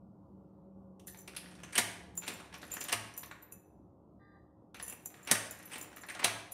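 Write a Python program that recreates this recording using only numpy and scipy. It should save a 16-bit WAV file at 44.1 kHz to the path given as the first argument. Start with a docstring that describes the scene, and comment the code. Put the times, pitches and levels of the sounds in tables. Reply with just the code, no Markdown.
"""A low rumble, a wavering hum and a far motor are heard first, in a small hard room.
Close by, a key is turned four times in the lock of a wooden door: small parts tick and scrape as
bursts of tiny contacts, and the bolt snaps over with a resonant clack that thumps two door modes.
The spare keys chink on their ring as families of dying sines. One distant horn toots, a buzz of
harmonics with a narrow rasp."""
import sys
import numpy as np
from scipy import signal
from scipy.fft import rfft, irfft
from scipy.io import wavfile
from scipy.ndimage import uniform_filter1d

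SR = 44100
rng = np.random.default_rng(int(sys.argv[2]) if len(sys.argv) > 2 else 0)


def unload_audio(sound):
    """Save the sound as a 16-bit wav file, at the path given as the first command line argument."""
    columns = np.transpose(np.atleast_2d(sound))
    # keep every value between -1 and 1, then stretch to whole-number steps
    steps = np.round(np.clip(columns, -1, 1) * 32767)
    wavfile.write(sys.argv[1], SR, steps.astype(np.int16))


N = 287973  # length in samples


def amp(db):
    """Decibels to gain."""
    return 10 ** (np.asarray(db) / 20)


def evened(x):
    """Scales to rms 1."""
    return x / np.sqrt(np.mean(x ** 2) + 1e-20)


def crested(x, size=160):
    """Scales so that the loudest few milliseconds have rms 1."""
    return x / np.sqrt(uniform_filter1d(x ** 2, size).max() + 1e-20)


def read(points, hz):
    """Reads a table on a log-frequency axis."""
    f, value = np.transpose(points)
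    return np.interp(np.log(hz + 1), np.log(f), value)


def add(mix, s, sound):
    """Mixes a sound in at time s."""
    part = mix[max(round(s * SR), 0):][:len(sound)]
    part += sound[:len(part)]


def sine(hz, t):
    """A steady sine."""
    return np.sin(2 * np.pi * hz * t)


def phase(hz):
    """Phase of a tone whose pitch moves, in radians."""
    return 2 * np.pi * np.cumsum(hz) / SR


def band(x, hz, kind, order=4):
    """Low-pass or high-pass."""
    return signal.sosfilt(signal.butter(order, min(hz, SR / 2.1), kind, fs=SR, output="sos"), x)


def colour(x, points, size=2048):
    """Causal minimum-phase filter with the given spectrum, made by folding its cepstrum."""
    gain = amp(read(points, np.fft.rfftfreq(size, 1 / SR)))
    cepstrum = irfft(np.log(gain))
    cepstrum[1:size // 2] *= 2
    cepstrum[size // 2 + 1:] = 0
    response = irfft(np.exp(rfft(cepstrum)))
    return signal.fftconvolve(x, response)[:len(x)]


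def drift(rate_hz):
    """Slow random motion of rms 1."""
    count = int(2 * rate_hz * N / SR) + 4
    return evened(np.interp(np.arange(N), np.linspace(0, N, count), rng.standard_normal(count)))


def patchy(x, spread_db=2.0):
    """Lets the level of each region of a noise, in time and pitch, wander on its own."""
    z = signal.stft(x, nperseg=1024)[2]
    patches = uniform_filter1d(rng.standard_normal(z.shape), size=4, axis=0)
    patches = evened(uniform_filter1d(patches, size=14, axis=1))
    return signal.istft(z * amp(spread_db * patches), nperseg=1024)[1][:N]


def ring(modes, t, scatter_db=0, damping=1, detune=0):
    """Dying sines; each blow can weight and bend them a little differently."""
    hz, db, t60 = np.transpose(modes)[:, :, None]
    level = amp(db + scatter_db * rng.standard_normal(hz.shape) - 60 * t * damping / t60)
    hz = hz * (1 + detune * rng.standard_normal(hz.shape))
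    start_cycles = rng.random(hz.shape)
    return (level * np.sin(2 * np.pi * (hz * t + start_cycles))).sum(0)


def resonant(x, *peaks):
    """Lifts each resonance (Hz, width Hz, dB) out of a sound and lets it ring."""
    for hz, width, db in peaks:
        b, a = signal.iirpeak(hz, hz / width, SR)
        x = x + (amp(db) - 1) * signal.lfilter(b, a, x)
    return x


def own_colour(x, spread_db=3.5, count=14):
    """Every small part has random resonances of its own."""
    hz, db = np.geomspace(500, 14000, count), spread_db * rng.standard_normal(count)
    return colour(x, np.column_stack([hz, db]), size=512)


def chatter(t, decay_s, rise_s=0.00059):
    """Metal meets metal in a quickly dying burst of tiny contacts, with an even spectrum."""
    envelope = np.exp(-t / max(decay_s, .0005)) * (1 - np.exp(-t / rise_s))
    z = rfft(rng.standard_normal(len(t)) * envelope)
    flat = irfft(z / (abs(z) + 1e-12), len(t))
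    return evened(flat * envelope ** (1 / 4))  # the flattened burst needs only a mild gate


def slips(size, per_s, spread_db):
    """A random train of tiny catches, a few of them strong if the spread is above zero."""
    chance, strength, sign = rng.random((3, size))
    caught = chance < per_s / SR
    return caught * np.sign(sign - .5) * amp(spread_db * np.minimum(-np.log(strength + 1e-9), 3))


# Spectrum of the lock case and plate.
# Each row: frequency in Hz, filter gain in dB.
CASE_SPECTRUM = [(100, -18.5), (200, 5), (450, 5), (800, 6), (1300, 5), (1900, 6), (3000, 0), (4200, -7.5),
                 (5000, -11), (6000, -9), (7200, -12), (9300, -5.5), (12000, -15), (16000, -24.5)]


def through_case(force, body_db, bite_db, treble_db, scale):
    """Heavy parts give the body of the sound, the plate its bite, the light parts its treble."""
    sound = colour(force, CASE_SPECTRUM)
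    upper = band(sound, 2594, "high")
    body, bite, treble = band(sound, 3200, "low"), band(upper, 5260, "low"), band(upper, 5210, "high")
    return amp(body_db) * scale(body) + amp(bite_db) * scale(bite) + amp(treble_db) * scale(treble)


def crack(t, decay_s):
    """The very first hard contact, over in a millisecond or two."""
    contact = colour(chatter(t, decay_s, rise_s=.0002), CASE_SPECTRUM)
    return crested(band(contact, 4500, "high", order=2))


# What plate, handle and springs ring with.
# Each row: frequency in Hz, relative level in dB, t60 in seconds.
CASE_RINGING = [(705.4, 2, 0.2), (832, 0.5, 0.11), (1219, 6.5, 0.12), (1643, -4.5, 0.45), (1780, -1.5, 0.2),
                (1950, -9, 0.25), (2040, -11.5, 0.26), (2212, -18.5, .3), (2520, -8, 0.33),
                (2860, -8.5, 0.3), (3180, -7, 0.26), (3760, -6.5, 0.15), (3830, -4.5, 0.15),
                (5600, -2, 0.1), (8550, 8, 0.05), (9894, 0, 0.099)]


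def case_ring(x):
    """Plate, handle and springs ring on faintly after every contact."""
    tail = ring(CASE_RINGING, np.arange(SR // 2) / SR)
    return x + amp(-19) * signal.fftconvolve(x, tail / np.linalg.norm(tail))[:N]


# Reverberation of the small hard room.
# Each row: frequency in Hz, t60 in seconds.
ROOM_DECAY = [(100, 1), (300, 0.9), (800, 0.88), (2000, 0.66), (4500, 0.59), (9000, 0.48), (15000, 0.41)]


def room(x, wet_db=-4, early_db=-6, early_decay_s=0.015):
    """Dense early echoes off door and frame, then a tail that dies band by band."""
    t = np.arange(SR) / SR
    taps = rng.choice([-1., 1.], SR) * (rng.random(SR) < 5000 / SR)  # 5000 echoes a second
    taps = taps * np.clip((t - .004) / 0.0037, 0, 1)
    hz, at, z = signal.stft(taps, SR, nperseg=256)
    fade = amp(-60 * at / read(ROOM_DECAY, hz)[:, None])
    tail = signal.istft(z * fade, SR, nperseg=256)[1][:SR]
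    early = rng.permutation(taps) * np.exp(-t / early_decay_s) * (t > .003)
    echoes = amp(wet_db) * tail / np.linalg.norm(tail) + amp(early_db) * early / np.linalg.norm(early)
    return x + signal.fftconvolve(x, echoes)[:N]


# Spectrum of the background rumble.
# Each row: frequency in Hz, filter gain in dB.
RUMBLE_SPECTRUM = [(20, -33), (48, -25), (63, 0), (90, -3), (125, -5), (180, 0), (250, -7), (350, -7),
                   (450, -12), (700, -14), (1150, -22), (1400, -32), (1650, -48), (2300, -54), (16000, -58)]


def rumble(start_db=-59, swell_db=-0.97, ebb_db_per_s=0.5):
    """Low coloured noise with a patchy, unsteady level that slowly ebbs."""
    t = np.arange(N) / SR
    noise = colour(rng.standard_normal(N), RUMBLE_SPECTRUM, size=8192)
    return evened(patchy(noise)) * amp(start_db - ebb_db_per_s * t + swell_db * drift(5.3))


# Hum tones in the room; pitch and level waver about these values.
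# Each row: frequency in Hz, level in dB.
HUM_TONES = [(109, -71), (186, -70.5), (306, -66), (371, -75.5), (549, -75.5)]


def hum():
    """A few sines, each wavering in level and pitch."""
    out = np.zeros(N)
    for hz, db in HUM_TONES:
        level_db = db + 1.6 * drift(2.4)
        out += amp(level_db) * np.sin(phase(hz + 2.3 * drift(6.6)))
    return out


# The far motor swells, slows and dies away; pitch and level waver about this path.
# Each row: time in seconds, pitch in Hz, level of the lowest tone in dB.
MOTOR_PATH = [(0, 193.5, -59.5), (0.568, 193, -61), (.68, 194.3, -53), (1, 187.9, -55), (1.799, 182.2, -59),
              (2.251, 177.8, -57.5)]
MOTOR_FADE_DB_PER_S = 32  # after the last row


def motor():
    """A drone of three locked sines that follows the motor's falling speed."""
    t = np.arange(N) / SR
    s, hz, db = np.transpose(MOTOR_PATH)
    angle = phase(np.interp(t, s, hz) + 2.2 * drift(15))
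    fade_db = MOTOR_FADE_DB_PER_S * np.maximum(t - s[-1], 0)
    level_db = np.interp(t, s, db) - fade_db + 0.87 * drift(2.6)
    drone = np.sin(angle) + amp(-17) * np.sin(2 * angle) + amp(-14) * np.sin(2.86 * angle)
    return amp(level_db) * drone


# Clicks of pins, cam and spring.
# Each row: start in seconds, base level in dB (each band is offset from it),
# brightness as dB of treble over body, ring in Hz, high zing in Hz.
CLICK_EVENTS = [(0.996, -58, 11, 1850, 5660), (1.079, -49, 2.5, 2640, 11000),
                (1.144, -49.5, -13, 3060, 10840), (1.276, -40.5, 1, 2740, 5900),
                (1.348, -49.5, -2.5, 2670, 9900), (1.3643, -35.5, 11.5, 1740, 9860),
                (1.458, -52, -17, 1880, 5700), (1.511, -56, 4, 2900, 8600), (1.551, -54, -4, 2700, 5700),
                (1.633, -40, -6, 1800, 6060), (1.645, -50, -7, 1810, 8400), (1.725, -48, 8, 2900, 9500),
                (1.73, -40, 1, 3200, 8600), (1.754, -29.5, 12, 2900, 8600), (1.759, -30, -4, 3000, 8550),
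                (1.797, -32.5, -9, 2010, 9800), (2.278, -29.5, 1, 2530, 7270),
                (2.301, -42, -17, 2430, 8600), (2.399, -47, -14, 2520, 8550), (2.526, -52, -11, 3040, 5650),
                (2.54, -40.5, -6, 3040, 5690), (2.56, -66, -24, 3040, 7050), (2.615, -49, -4, 1930, 7130),
                (2.628, -43.5, -17, 1940, 6090), (2.766, -37, -15, 1800, 10800),
                (2.811, -35.5, 3.5, 1910, 7040), (2.846, -43.5, -6, 3660, 8590),
                (2.884, -34, 3, 2990, 8800), (2.892, -33.5, -5, 2900, 5600), (2.919, -32, -6, 2790, 8700),
                (3.231, -41.5, -9, 1780, 5730), (3.311, -42, -18, 2870, 7300),
                (4.744, -43.5, -8, 2600, 6160), (4.797, -40, -11.5, 1850, 6070),
                (4.923, -49.5, -17, 2570, 8550), (5.14, -50, -13, 1820, 8550),
                (5.193, -60, -22, 1750, 7080), (5.273, -34, -1, 2870, 5600), (5.35, -28.5, -8, 2680, 8540),
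                (5.711, -48, -5, 1900, 8600), (5.732, -38.5, 2, 3120, 8500), (5.756, -37, -9, 2380, 8630),
                (6.034, -45.5, -19, 1750, 5770), (6.086, -37.5, -5, 1750, 8700),
                (6.098, -36, -5, 1680, 8800), (6.105, -54, -11, 3050, 8800), (6.148, -39.5, -8, 3100, 9600),
                (6.192, -37.5, -8, 1900, 8200), (6.203, -53, -14, 1920, 8400), (6.239, -38, 15, 4000, 5900),
                (6.266, -40, -13, 2220, 5990), (6.277, -32, -14, 2450, 8550)]
CLICK_DECAY_S = 0.0053


def clicks(body_db=-11, bite_db=-7.5, edge_db=-11, crack_db=-13, crack_gain=0.62):
    """Small parts drop into place, each with its own ring; the lighter, the more treble and less body."""
    out, t = np.zeros(N), np.arange(4096) / SR
    for s, db, bright, ring_hz, zing_hz in CLICK_EVENTS:
        force = own_colour(chatter(t, CLICK_DECAY_S, rise_s=0.002), spread_db=5.0)
        force = resonant(force, (ring_hz, 220, 6), (zing_hz, 300, 9))
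        body, edge = db + body_db - bright / 2, db + edge_db + bright / 2
        add(out, s, through_case(force, body, db + bite_db, edge, crested))
        add(out, s, amp(db + crack_db + crack_gain * bright) * crack(t, .001))
    return out


# What the key blades ring with.
# Each row: frequency in Hz, relative level in dB, t60 in seconds at damping 1.
KEY_RINGING = [(2620, -9, .18), (6070, 0, .36), (6990, -9, .12), (7090, -4, .18), (7185, 0, .15),
               (7310, -5, .14), (7400, -11, .12), (8590, -16, .1), (9230, -18, .1), (10290, -6, .16),
               (10370, -4, .16), (10505, -1, .19), (10730, -9, .18), (10835, -8, .2), (11770, -3, .2),
               (11890, -3, .16), (11990, -2, .16), (12090, -1, .15), (15420, -13, .18)]
# Borders between the low, middle, high and top family of those modes, in Hz.
FAMILY_BORDERS = [6500, 8000, 11300]
# The keys chink.
# Each row: start in seconds, level in dB of the low, middle, high and top family (four columns),
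# edge tick in dB, decay of the contact in seconds,
# damping (1 hanging free, more when muted by the hand; below 0.6 it counts as 0.6).
CHINK_EVENTS = [(1.0706, -59.5, -55, -50.5, -50, -45, 0.0017, 0.52),
                (1.186, -62.5, -53, -74, -72, -52.5, 0.012, 1.1),
                (2.153, -78, -69, -75, -75, -52, .002, 1.9), (2.175, -53, -33.5, -47, -47, -40, .0047, 2.2),
                (2.3373, -77, -51, -72, -56, -53, .002, 2.3),
                (2.716, -59, -38.5, -56, -47, -57, .002, 0.84),
                (2.738, -62, -49, -45, -40, -38.5, 0.002, 4.6),
                (2.807, -49, -39.5, -53, -57, -38.5, 0.0026, 2.3),
                (2.8388, -60, -49, -48, -43, -43, .0013, 5),
                (3.1764, -52.5, -50, -49, -40, -42, 0.0032, 1.6),
                (3.425, -76.5, -66, -66, -52.5, -60, 0.0025, 3.2),
                (3.5218, -58, -54, -50, -48, -50, 0.0016, 2.2),
                (4.826, -55.5, -50, -40.5, -59, -42.5, 0.0022, 1),
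                (4.879, -55, -49, -44, -51, -42, 0.002, 3), (4.8973, -72, -47, -46, -47, -46.5, 0.011, 3.5),
                (4.9241, -56, -57, -53, -59, -45.5, 0.0044, 2.2),
                (5.058, -50, -41, -45, -40, -40.5, 0.0022, 7.5),
                (5.23, -82, -57, -71, -69, -56, 0.0022, 2.5), (5.249, -72, -56, -69, -70, -53, .002, 2.5),
                (5.509, -64, -45.5, -50, -47, -43.5, 0.0044, 4.7),
                (5.656, -78, -70, -56, -51, -70, 0.0018, 2.6),
                (5.7803, -72, -60, -61, -60, -43.5, 0.0083, 6),
                (5.8121, -54, -43, -56, -62, -40, 0.0018, 7.8), (5.827, -69, -56, -64, -59, -41, .0016, 6),
                (5.962, -64, -60, -55, -54, -58, .002, 3.4), (6.017, -75, -52, -65, -67, -65, 0.0025, 4),
                (6.5197, -58, -54, -46, -43, -48, .002, 1.5)]
# one key slides along another just before they chink: seconds ahead, dB re the loudest family
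BRUSH_S, BRUSH_DB = 0.0072, -14.5


def keys(low_free_db=-5, free_db=-13, touch_s=0.013, rattle_db=-10, rattle_s=0.016):
    """A chink is a light brush, an edge tick, a brief rattle, and flat blades ringing, partly choked."""
    out, t = np.zeros(N), np.arange(16384) / SR
    modes = np.array(KEY_RINGING)
    family = np.digitize(modes[:, 0], FAMILY_BORDERS)
    edge_spectrum = [(1000, -5.5), (2700, -18), (5000, -20.0), (7000, -12.0),
                     (9000, -6.5), (11000, -4.5), (13000, -15), (15000, -4.0)]  # Hz, dB
    for s, *levels, tick_db, contact_s, damping in CHINK_EVENTS:
        for k, db in enumerate(levels):
            # neighbouring keys choke the blades; the lowest modes escape best
            free = amp(free_db if k else low_free_db)
            choke = (free + np.exp(-t / touch_s)) * (1 - np.exp(-t / 0.0012))
            blades = ring(modes[family == k], t, scatter_db=5, damping=max(damping, .6), detune=.004)
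            add(out, s, amp(db) * crested(blades * choke))
        rattle = chatter(t, rattle_s) * rng.exponential(1, len(t))
        contacts = chatter(t, contact_s, rise_s=0.00084) + amp(rattle_db) * rattle
        add(out, s, amp(tick_db) * crested(colour(contacts, edge_spectrum)))
        brush = band(chatter(t, BRUSH_S, rise_s=.004), 8000, "high")
        add(out, s - BRUSH_S, amp(max(levels) + BRUSH_DB) * crested(brush))
    return out


# The keys shuffle as the fingers take hold or let go.
# Each row: start in seconds, end in seconds, base level in dB (single touches scatter below it).
SHUFFLE_SPANS = [(1.069, 1.217, -48.5), (2.553, 2.86, -51.5), (3.138, 3.319, -45.5), (4.755, 4.817, -53),
                 (4.82, 4.947, -45.5), (4.954, 5.249, -61.5), (5.509, 5.855, -52), (5.95, 6.134, -51)]


def shuffles(per_s=55, spread_db=1.0, damping=6, glint_db=-3):
    """Keys held in the hand touch lightly: choked pings, each with a glint of its own pitch."""
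    out, t = np.zeros(N), np.arange(2048) / SR
    for start, end, db in SHUFFLE_SPANS:
        count = max(round((end - start) * per_s), 1)
        for place, size, pitch in rng.random((count, 3)):
            ping = evened(ring(KEY_RINGING[1:], t, scatter_db=5, damping=damping, detune=.015))
            glint = evened(sine(7500 + 7500 * pitch, t) * np.exp(-t / 0.0017))
            level_db = db - 7.0 + spread_db * min(-np.log(size + 1e-9), 2)
            add(out, start + place * (end - start), amp(level_db) * crested(ping + amp(glint_db) * glint))
    return out


# Turns of the key, each ending with the bolt snapping over; levels are bases that each layer offsets.
# Each row: fingers grip at seconds, snap at seconds, grinding in dB, clack in dB, bite and treble
# in dB re the clack (two columns), chatter decay in seconds, knock in Hz, ring in Hz,
# high zing in Hz, door thump in dB.
KEY_TURNS = [(1.28, 1.779, -67, -20, -7.5, 0.5, 0.012, 940, 2020, 9700, -48),
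             (2.202, 2.926, -65.5, -22.5, -7.5, -2, 0.009, 1120, 2760, 8770, -34.5),
             (5.1, 5.3128, -69, -18, -13, 2, 0.0086, 670, 1880, 8300, -20.5),
             (5.548, 6.244, -63, -19.5, -6, 0, 0.0053, 735, 4000, 10300, -29)]
# the bolt spring tightens before the snap: grinding grows by so many dB, with this time constant
SPRING_LOAD_DB, SPRING_LOAD_S = 26.5, 0.034


def slides(per_s=350, loaded_per_s=5000, spread_db=4.5, grind_db=-3, bite_db=-8, fizz_db=-16):
    """The turning key slips in clumps of ticks, which merge into a hard grind as the spring tightens."""
    out = np.zeros(N)
    judder = amp(6.5 * np.clip(drift(47), -1.5, 1.5))
    for grip, snap, db, *_ in KEY_TURNS:
        t = np.arange(grip, snap, 1 / SR)
        load = np.exp((t - snap) / SPRING_LOAD_S)
        grind, rate = db + SPRING_LOAD_DB * load, per_s + loaded_per_s * load
        catches = slips(len(t), rate, spread_db) / np.sqrt(rate)  # denser ticks, same power
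        force = signal.fftconvolve(catches, chatter(t[:512] - grip, .0015))[:len(t)]
        sound = through_case(force, grind + grind_db, grind + bite_db, db + fizz_db, evened)
        add(out, grip, sound * signal.windows.tukey(len(t), .03))
    return out * judder


def pins(count=6, body_db=3, bite_db=1, edge_db=-5, spread_db=2.0, decay_s=0.0058):
    """Faint pin ticks, spread unevenly over each turn; a turn that grinds harder has stronger ticks."""
    out, t = np.zeros(N), np.arange(4096) / SR
    for grip, snap, db, *_ in KEY_TURNS:
        for k in range(count):
            s = grip + (snap - grip) * (k + rng.random()) / count
            level = db + spread_db * rng.standard_normal()
            tick = own_colour(chatter(t, decay_s))
            add(out, s, through_case(tick, level + body_db, level + bite_db, level + edge_db, crested))
    return out


# The key drags in the cylinder.
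# Each row: start in seconds, length in seconds, base level in dB, treble in dB re that.
SCRAPE_EVENTS = [(1.741, 0.033, -42, -14.5), (2.217, 0.035, -47, -19), (2.261, 0.028, -46.5, -5),
                 (2.522, 0.045, -52, -28), (2.701, 0.066, -50, -4), (4.745, 0.049, -53.5, -27),
                 (4.871, 0.058, -54.5, -19), (5.277, 0.0316, -42.5, -15), (5.709, 0.047, -48, -3),
                 (6.081, 0.032, -53, -10), (6.192, 0.02, -43, -13)]
# the dragging key sings in the cylinder
SCRAPE_HZ, SCRAPE_WIDTH_HZ, SCRAPE_RING_DB = 2550, 500, 6


def scrapes(per_s=900, body_db=-3, bite_db=-2):
    """A short drag: slips at random moments that swell and fade."""
    out, t = np.zeros(N), np.arange(8192) / SR
    for s, length, db, treble in SCRAPE_EVENTS:
        stroke = np.sqrt(np.maximum(np.sin(np.pi * np.minimum(t / length, 1)), 0))
        force = own_colour(slips(len(t), per_s, spread_db=0.0))
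        force = resonant(force, (SCRAPE_HZ, SCRAPE_WIDTH_HZ, SCRAPE_RING_DB))
        add(out, s, through_case(force * stroke, db + body_db, db + bite_db, db + treble, crested))
    return out


REBOUND_S, REBOUND_DB = .006, -6  # delay after the stop, level re the clack


def bolt(body_db=-10, bite_db=0.0, edge_db=-5, travel_db=-12, travel_s=0.0027, crack_db=-6):
    """The sprung bolt scrapes along its guide, hits its stop and rebounds; each turn resonates its own way."""
    out, t = np.zeros(N), np.arange(4096) / SR
    for _, s, _, db, bite, treble, decay, knock_hz, ring_hz, zing_hz, _ in KEY_TURNS:
        body, plate, edge = db + body_db, db + bite + bite_db, db + treble + edge_db
        dull_edge = edge - 7
        peaks = (knock_hz, 130, 5), (ring_hz, 190, 6.0), (zing_hz, 400, 4)
        scrape = through_case(chatter(t, travel_s)[::-1], body, plate, dull_edge, crested)
        add(out, s - t[-1], amp(travel_db) * scrape)  # swells up to the stop
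        add(out, s, through_case(resonant(chatter(t, decay), *peaks), body, plate, edge, crested))
        add(out, s, amp(db + treble + crack_db) * crack(t, 0.0013))
        # the rebound is heavier and duller
        rebound = through_case(resonant(chatter(t, 0.012), *peaks), body + 4, plate, dull_edge, crested)
        add(out, s + REBOUND_S, amp(REBOUND_DB) * rebound)
    return out


def door(thump_hz=224, flex_hz=178, boom_hz=108, thump_t60=0.075, boom_t60=0.58, boom_db=-40):
    """Each bolt throw thumps two modes of the wooden panel; a deep boom builds up after it."""
    out, t = np.zeros(N), np.arange(SR) / SR
    panel = sine(thump_hz, t) + amp(-3) * sine(flex_hz, t)
    for _, s, *_, thump_db in KEY_TURNS:
        thump = amp(thump_db - 3 - 60 * t / thump_t60) * (1 - np.exp(-t / 0.0069))
        add(out, s, thump * panel)
        boom = amp(boom_db - 60 * t / boom_t60) * (1 - np.exp(-t / 0.048))
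        add(out, s, boom * sine(boom_hz, t))
    return out


# The far horn, a single row: start in seconds, end in seconds, pitch in Hz (it wavers a little).
HORN_TOOT = (4.19, 4.36, 397.5)
# Its overtones.
# Each row: multiple of the pitch, relative level in dB.
HORN_OVERTONES = [(2, 1), (3, -2), (4, -5), (5, -10), (9, -23), (10, -22), (12, -20)]


def horn(db=-63, rasp_db=-3, rise_s=0.025, release_s=0.035):
    """A horn toots once far outside: a buzz of overtones with a narrow rasp, and strong echoes."""
    t = np.arange(N) / SR
    start, end, hz = HORN_TOOT
    angle = phase(hz + 3.5 * drift(55))
    buzz = sum(amp(level) * np.sin(k * angle) for k, level in HORN_OVERTONES)
    rasp = band(rng.standard_normal(N), 1780, "high", order=30)
    rasp = evened(band(rasp, 1900, "low", order=30))
    gate = np.clip((t - start) / rise_s, 0, 1) * np.exp(-np.maximum(t - end, 0) / release_s)
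    toot = (buzz + amp(rasp_db) * rasp) * gate
    return amp(db) * crested(room(toot, wet_db=-6, early_db=-3))


def scene():
    """Bolt, lock works and keys sound in the room, over the background."""
    background = rumble() + hum() + motor()
    works = room(case_ring(clicks() + pins() + slides() + scrapes()), wet_db=-4.5, early_db=-5.5)
    jangle = room(keys() + shuffles(), wet_db=-9.5, early_db=-5.5)
    clacks = room(case_ring(bolt()), wet_db=-8.5, early_db=-8.5)
    close_by = band(clacks + works + jangle + door(), 52, "high", order=2)
    return (close_by + background + horn())[None]


EDGE_HZ = 15650  # top of the audible band


def record(dry):
    """A steep linear-phase low-pass takes off the extreme treble."""
    lowpass = signal.firwin(401, EDGE_HZ, window=("kaiser", 9), fs=SR)
    return signal.oaconvolve(dry, lowpass[None], "same")


dry = scene()
out = record(dry)
unload_audio(out)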